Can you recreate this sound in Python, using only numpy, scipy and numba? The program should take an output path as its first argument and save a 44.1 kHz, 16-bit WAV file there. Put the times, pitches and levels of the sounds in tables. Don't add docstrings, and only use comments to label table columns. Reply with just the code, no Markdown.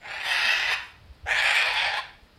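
import sys
import numpy as np
from scipy import signal
from scipy.fft import rfft, irfft
from scipy.io import wavfile
from numba import njit

SR = 44100
rng = np.random.default_rng(int(sys.argv[2]) if len(sys.argv) > 2 else 0)


def boost(x):
    u = np.asarray(x, float) / 20
    return 10 ** u


def generate_wav(signal):
    frames = np.transpose(np.atleast_2d(signal))
    scaled = np.clip(frames, -1, 1) * 32767
    pcm = np.round(scaled).astype(np.int16)
    wavfile.write(sys.argv[1], SR, pcm)


N = 105090


def rms_one(x):
    return x / np.sqrt(np.mean(x ** 2) + 1e-20)


def in_time(rows):
    s, *columns = np.transpose(rows)
    return [np.interp(np.arange(N) / SR, s, c) for c in columns]


def drift(rate_hz):
    r = np.exp(-2 * np.pi * rate_hz / SR)
    return rms_one(signal.lfilter([1], [1, -2 * r, r * r], rng.standard_normal(N + SR))[SR:])


def low_pass(x, order, cut_hz):
    return signal.sosfilt(signal.butter(order, cut_hz, fs=SR, output="sos"), x)


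def band_pass(x, low_hz, top_hz):
    return signal.sosfilt(signal.butter(2, [low_hz, top_hz], "band", fs=SR, output="sos"), x)


def bump(t, centre_s, length_s):
    return np.exp(-((t - centre_s) / length_s * 2) ** 2)


@njit
def moving(x, c, r):
    y = np.zeros(len(x))
    for i in range(2, len(x)):
        y[i] = (1 - r * r) / 2 * (x[i] - x[i - 2]) + 2 * r * c[i] * y[i - 1] - r * r * y[i - 2]
    return y


def resonance(x, hz, width_hz):
    return moving(x, np.cos(2 * np.pi * np.clip(hz, 50, .45 * SR) / SR), np.exp(-np.pi * width_hz / SR))


def rings(source, table, stretch):
    wander, swell_db = .015, 1.5
    total = 0
    for k, (hz, width_hz, db) in enumerate(table):
        gain = (-1) ** k * boost(db + swell_db * drift(5.4))
        centre_hz = hz * stretch * (1 + wander * drift(10))
        total = total + gain * resonance(source, centre_hz, width_hz)
    return total


def voice_box(start_s):
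    steady_hz, onset_hz, speed_up_s = 480, 110, .03
    rate_wander, jitter, spread_db, flutter_db, puff_decay_s = .12, .24, 2.5, 1.0, .002
    t = np.arange(N) / SR
    rate_hz = steady_hz + (onset_hz - steady_hz) * np.exp(-np.abs(t - start_s) / speed_up_s)
    rate_hz = rate_hz * np.exp(rate_wander * drift(12))
    gaps, sizes = rng.standard_normal((2, 3000))
    marks = np.cumsum(np.exp(jitter * gaps - jitter ** 2 / 2))
    pulses = np.zeros(N + 1)
    pulses[np.searchsorted(np.cumsum(rate_hz) / SR, marks)] = boost(spread_db * sizes)
    pulses = pulses[:N]
    puff_level = signal.lfilter([1], [1, -np.exp(-1 / (puff_decay_s * SR))], pulses)
    puffs = puff_level * rng.standard_normal(N)
    return np.array([rms_one(pulses), rms_one(puffs)]) * boost(flutter_db * drift(6.2))


def screech(effort, beak, chest, lower, upper, beak_rings, stretch_s):
    breath_db, beak_air_db = -7, -0.5
    pipe_cut_hz, voice_low_cut_hz = 5500, 340
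    notch_width_hz, notch_depth = 1100, .85
    neck_stretch, release_s = 0.26, 0.0043
    start_s, end_s = effort[0][0], effort[-1][0]
    level_db, chest_db, gape_db, bright_db = in_time(effort)
    notch_hz, = in_time(beak)
    t = np.arange(N) / SR
    stretch = 1 - neck_stretch * np.exp(-np.abs(t - start_s) / stretch_s)
    pulses, air = voice_box(start_s)
    source = low_pass(pulses + boost(breath_db) * air, 2, pipe_cut_hz)
    upper_pipe = boost(gape_db) * rings(source, upper, stretch) * (-1) ** len(lower)
    pipe = upper_pipe + rings(source, lower, stretch)
    hiss = rings(pulses + boost(beak_air_db) * air, beak_rings, stretch) / 2
    voice = pipe - boost(chest_db) * rings(source, chest, stretch) + boost(bright_db) * hiss
    voice = voice - notch_depth * resonance(voice, notch_hz, notch_width_hz)
    voice = signal.sosfilt(signal.butter(4, voice_low_cut_hz, "high", fs=SR, output="sos"), voice)
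    gate = (t >= start_s) * np.exp(-np.maximum(t - end_s, 0) / release_s)
    return voice / np.std(pipe) * boost(level_db) * gate


def hum():
    # f/Hz, density/dB per Hz
    spectrum = [(90, -51), (150, -3), (300, -4.5), (800, -7.5), (2000, -11), (5000, -14.5), (6000, -28),
                (15500, -33)]
    hz, db = np.transpose(spectrum)
    bins_hz = np.maximum(np.arange(N // 2 + 1) * SR / N, 1)
    colour = boost(np.interp(np.log(bins_hz), np.log(hz), db))
    return boost(-59.5) * rms_one(irfft(rfft(rng.standard_normal(N)) * colour, N))


def wind():
    # t/s, level/dB
    gusts = [(0.0, -59.5), (0.6, -58), (0.7, -56.5), (0.9, -61), (1.05, -52), (1.17, -60.5), (1.32, -53),
             (1.47, -52), (1.6, -61), (1.78, -52.5), (1.88, -48.5), (1.95, -60), (2.08, -57), (2.38, -61)]
    # t/s, level/dB, f/Hz, length/s
    buffets = [
        (0.47, -48, 230, .025),
        (1.11, -39, 65, .035),
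        (1.249, -33, 75, .024),
        (2.235, -47, 60, .025),
    ]
    low_hz, top_hz, lump_db = 27.2, 110, 2
    gust_db, = in_time(gusts)
    rumble = band_pass(rng.standard_normal(N + SR), low_hz, top_hz)[SR:]
    out = boost(gust_db) * rms_one(rumble * boost(lump_db * drift(30)))
    t = np.arange(N) / SR
    for s, db, hz, length_s in buffets:
        out = out - boost(db) * bump(t, s, length_s) * np.cos(2 * np.pi * hz * (t - s))
    return out


def garden(x):
    # t/s, level/dB
    walls = [
        (0.034, -14),
        (0.069, -21.5),
        (.16, -26.5),
    ]
    echo_db, t60_s, start_s, rise_s, cut_hz = -4.5, 0.46, 0.004, 0.0067, 6750
    board_hz, board_width_hz, board_db = 1220, 555, 0.5
    t = np.arange(SR) / SR
    late_s = np.maximum(t - start_s, 0)
    tail = rng.standard_normal(SR) * boost(-60 * late_s / t60_s) * (1 - np.exp(-late_s / rise_s))
    tail = boost(echo_db) * tail / np.sqrt(np.sum(tail ** 2))
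    for s, db in walls:
        tail[int(s * SR)] += boost(db)
    tail = low_pass(tail, 1, cut_hz)
    tail = tail + boost(board_db) * resonance(tail, board_hz + 0 * t, board_width_hz)
    return signal.fftconvolve(x, tail)[:N]


def lawn(x):
    # t/s, lag/ms
    lag = [(0.0, 4.51), (0.5, 5.9), (0.75, 6.74), (1.1, 9.4), (1.4, 7.8), (1.65, 6.4), (1.85, 5.2),
           (2.05, 4.47)]
    lag_ms, = in_time(lag)
    late = np.interp(np.arange(N) - lag_ms * SR / 1000, np.arange(N), x)
    return boost(-5) * low_pass(late, 1, 6000)


def ringing_swells():
    # t/s, length/s, f/Hz, width/Hz, level/dB
    brief_bands = [(0.124, 0.18, 7230, 250, -61.5), (0.135, 0.12, 4545, 149, -55),
                   (0.486, 0.12, 2623, 119, -26.5), (0.713, 0.11, 1993, 119, -31),
                   (1.335, 0.088, 6200, 1300, -47), (1.588, 0.11, 2480, 200, -25),
                   (1.786, 0.065, 3430, 300, -31), (1.989, 0.017, 1062, 110, -31)]
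    t = np.arange(N) / SR
    out = np.zeros(N)
    for s, length_s, hz, width_hz, db in brief_bands:
        once = resonance(rng.standard_normal(N), hz + 0 * t, width_hz)
        twice = resonance(once, hz + 0 * t, width_hz)
        out = out + boost(db) * bump(t, s, length_s) * rms_one(twice)
    return out


def rustles():
    # t/s, length/s, level/dB
    swishes = [(0.135, .015, -65), (0.247, 0.012, -65), (0.332, 0.019, -44.5), (0.852, 0.13, -68),
               (1.062, 0.035, -80), (1.148, .03, -75.5), (1.438, 0.011, -44), (1.555, 0.021, -45),
               (1.737, 0.032, -51.5), (2.247, .06, -77)]
    low_hz, top_hz, grain_db = 5670, 11800, 3
    t = np.arange(N) / SR
    grains = rng.standard_normal(N) * boost(grain_db * drift(300))
    air = rms_one(band_pass(grains, low_hz, top_hz))
    return air * sum(boost(db) * bump(t, s, length_s) for s, length_s, db in swishes)


def scene():
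    # t/s, level/dB, chest/dB, gape (upper windpipe)/dB, beak brightness/dB
    effort_1 = [(0.0, -57, -3, -3, 2), (0.028, -46.5, 4, -26, -5), (0.086, -37.5, -0.5, -3, -1.5),
                (0.23, -34, -4.5, -2, 1), (0.268, -26.5, -2.5, 0, 5.5), (0.522, -30, -2.5, 3.5, 5),
                (0.67, -30.5, -4, -1, -1), (0.72, -25, 0, -2.5, 3.5), (0.745, -29.5, -15, 1, 6)]
    effort_2 = [(1.255, -53, 19, 1.5, -3), (1.274, -32.5, 11.5, -5, 1), (1.3, -25, 3, -5.5, 1),
                (1.4, -26.5, 0.5, 1.5, 0), (1.58, -23.5, 0.5, 1, 3), (1.68, -28.5, 7, 2, -1),
                (1.79, -26, 3, 2.5, -2.5), (1.93, -30, 6, -0.5, -6.5), (1.998, -32.5, 5, 3, 4.5)]
    # t/s, f/Hz
    beak_1 = [(0.0, 5700), (0.12, 6200), (0.24, 6300), (0.3, 6940), (0.5, 7700), (0.56, 8700), (0.75, 8000)]
    beak_2 = [(1.26, 4263), (1.33, 4740), (1.41, 5950), (1.55, 6200), (1.7, 7150), (2.0, 7270)]
    # f/Hz, width/Hz, level/dB
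    chest_1 = [(392, 170, -17), (635, 164, -10), (928, 175, -4.5)]
    chest_2 = [(638, 215, -11), (843, 108, -3), (983, 106, -6.5)]
    lower_1 = [(1314, 265, -10.5), (1886, 252, 0.5), (2250, 256, -1.5), (2575, 310, -1)]
    lower_2 = [(1356, 380, -8), (1775, 187, 3.7), (2396, 292, 1.6)]
    upper_1 = [(3165, 160, -5.5), (3580, 196, -6), (5010, 345, -7), (5240, 620, -13), (6200, 930, -17)]
    upper_2 = [(3396, 490, -5.5), (4470, 310, -7.5), (5200, 1100, -15.5)]
    beak_rings_1 = [(7350, 390, -23), (9140, 610, -25), (10530, 1200, -30.5), (12100, 610, -31),
                    (14300, 1700, -41.5)]
    beak_rings_2 = [(7250, 540, -19.5), (8740, 400, -18), (9660, 910, -27), (11500, 700, -29),
                    (13200, 3000, -38)]
    first = screech(effort_1, beak_1, chest_1, lower_1, upper_1, beak_rings_1, stretch_s=0.096)
    second = screech(effort_2, beak_2, chest_2, lower_2, upper_2, beak_rings_2, stretch_s=0.029)
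    echoes = garden(first + boost(-2.5) * second)
    bird = first + second + ringing_swells()
    return (bird + lawn(bird) + echoes + rustles() + hum() + wind())[None]


def band_limit(x):
    return signal.sosfilt(signal.butter(12, 15710, fs=SR, output="sos"), x)


def record(dry):
    return band_limit(dry)


dry = scene()
out = record(dry)
generate_wav(out)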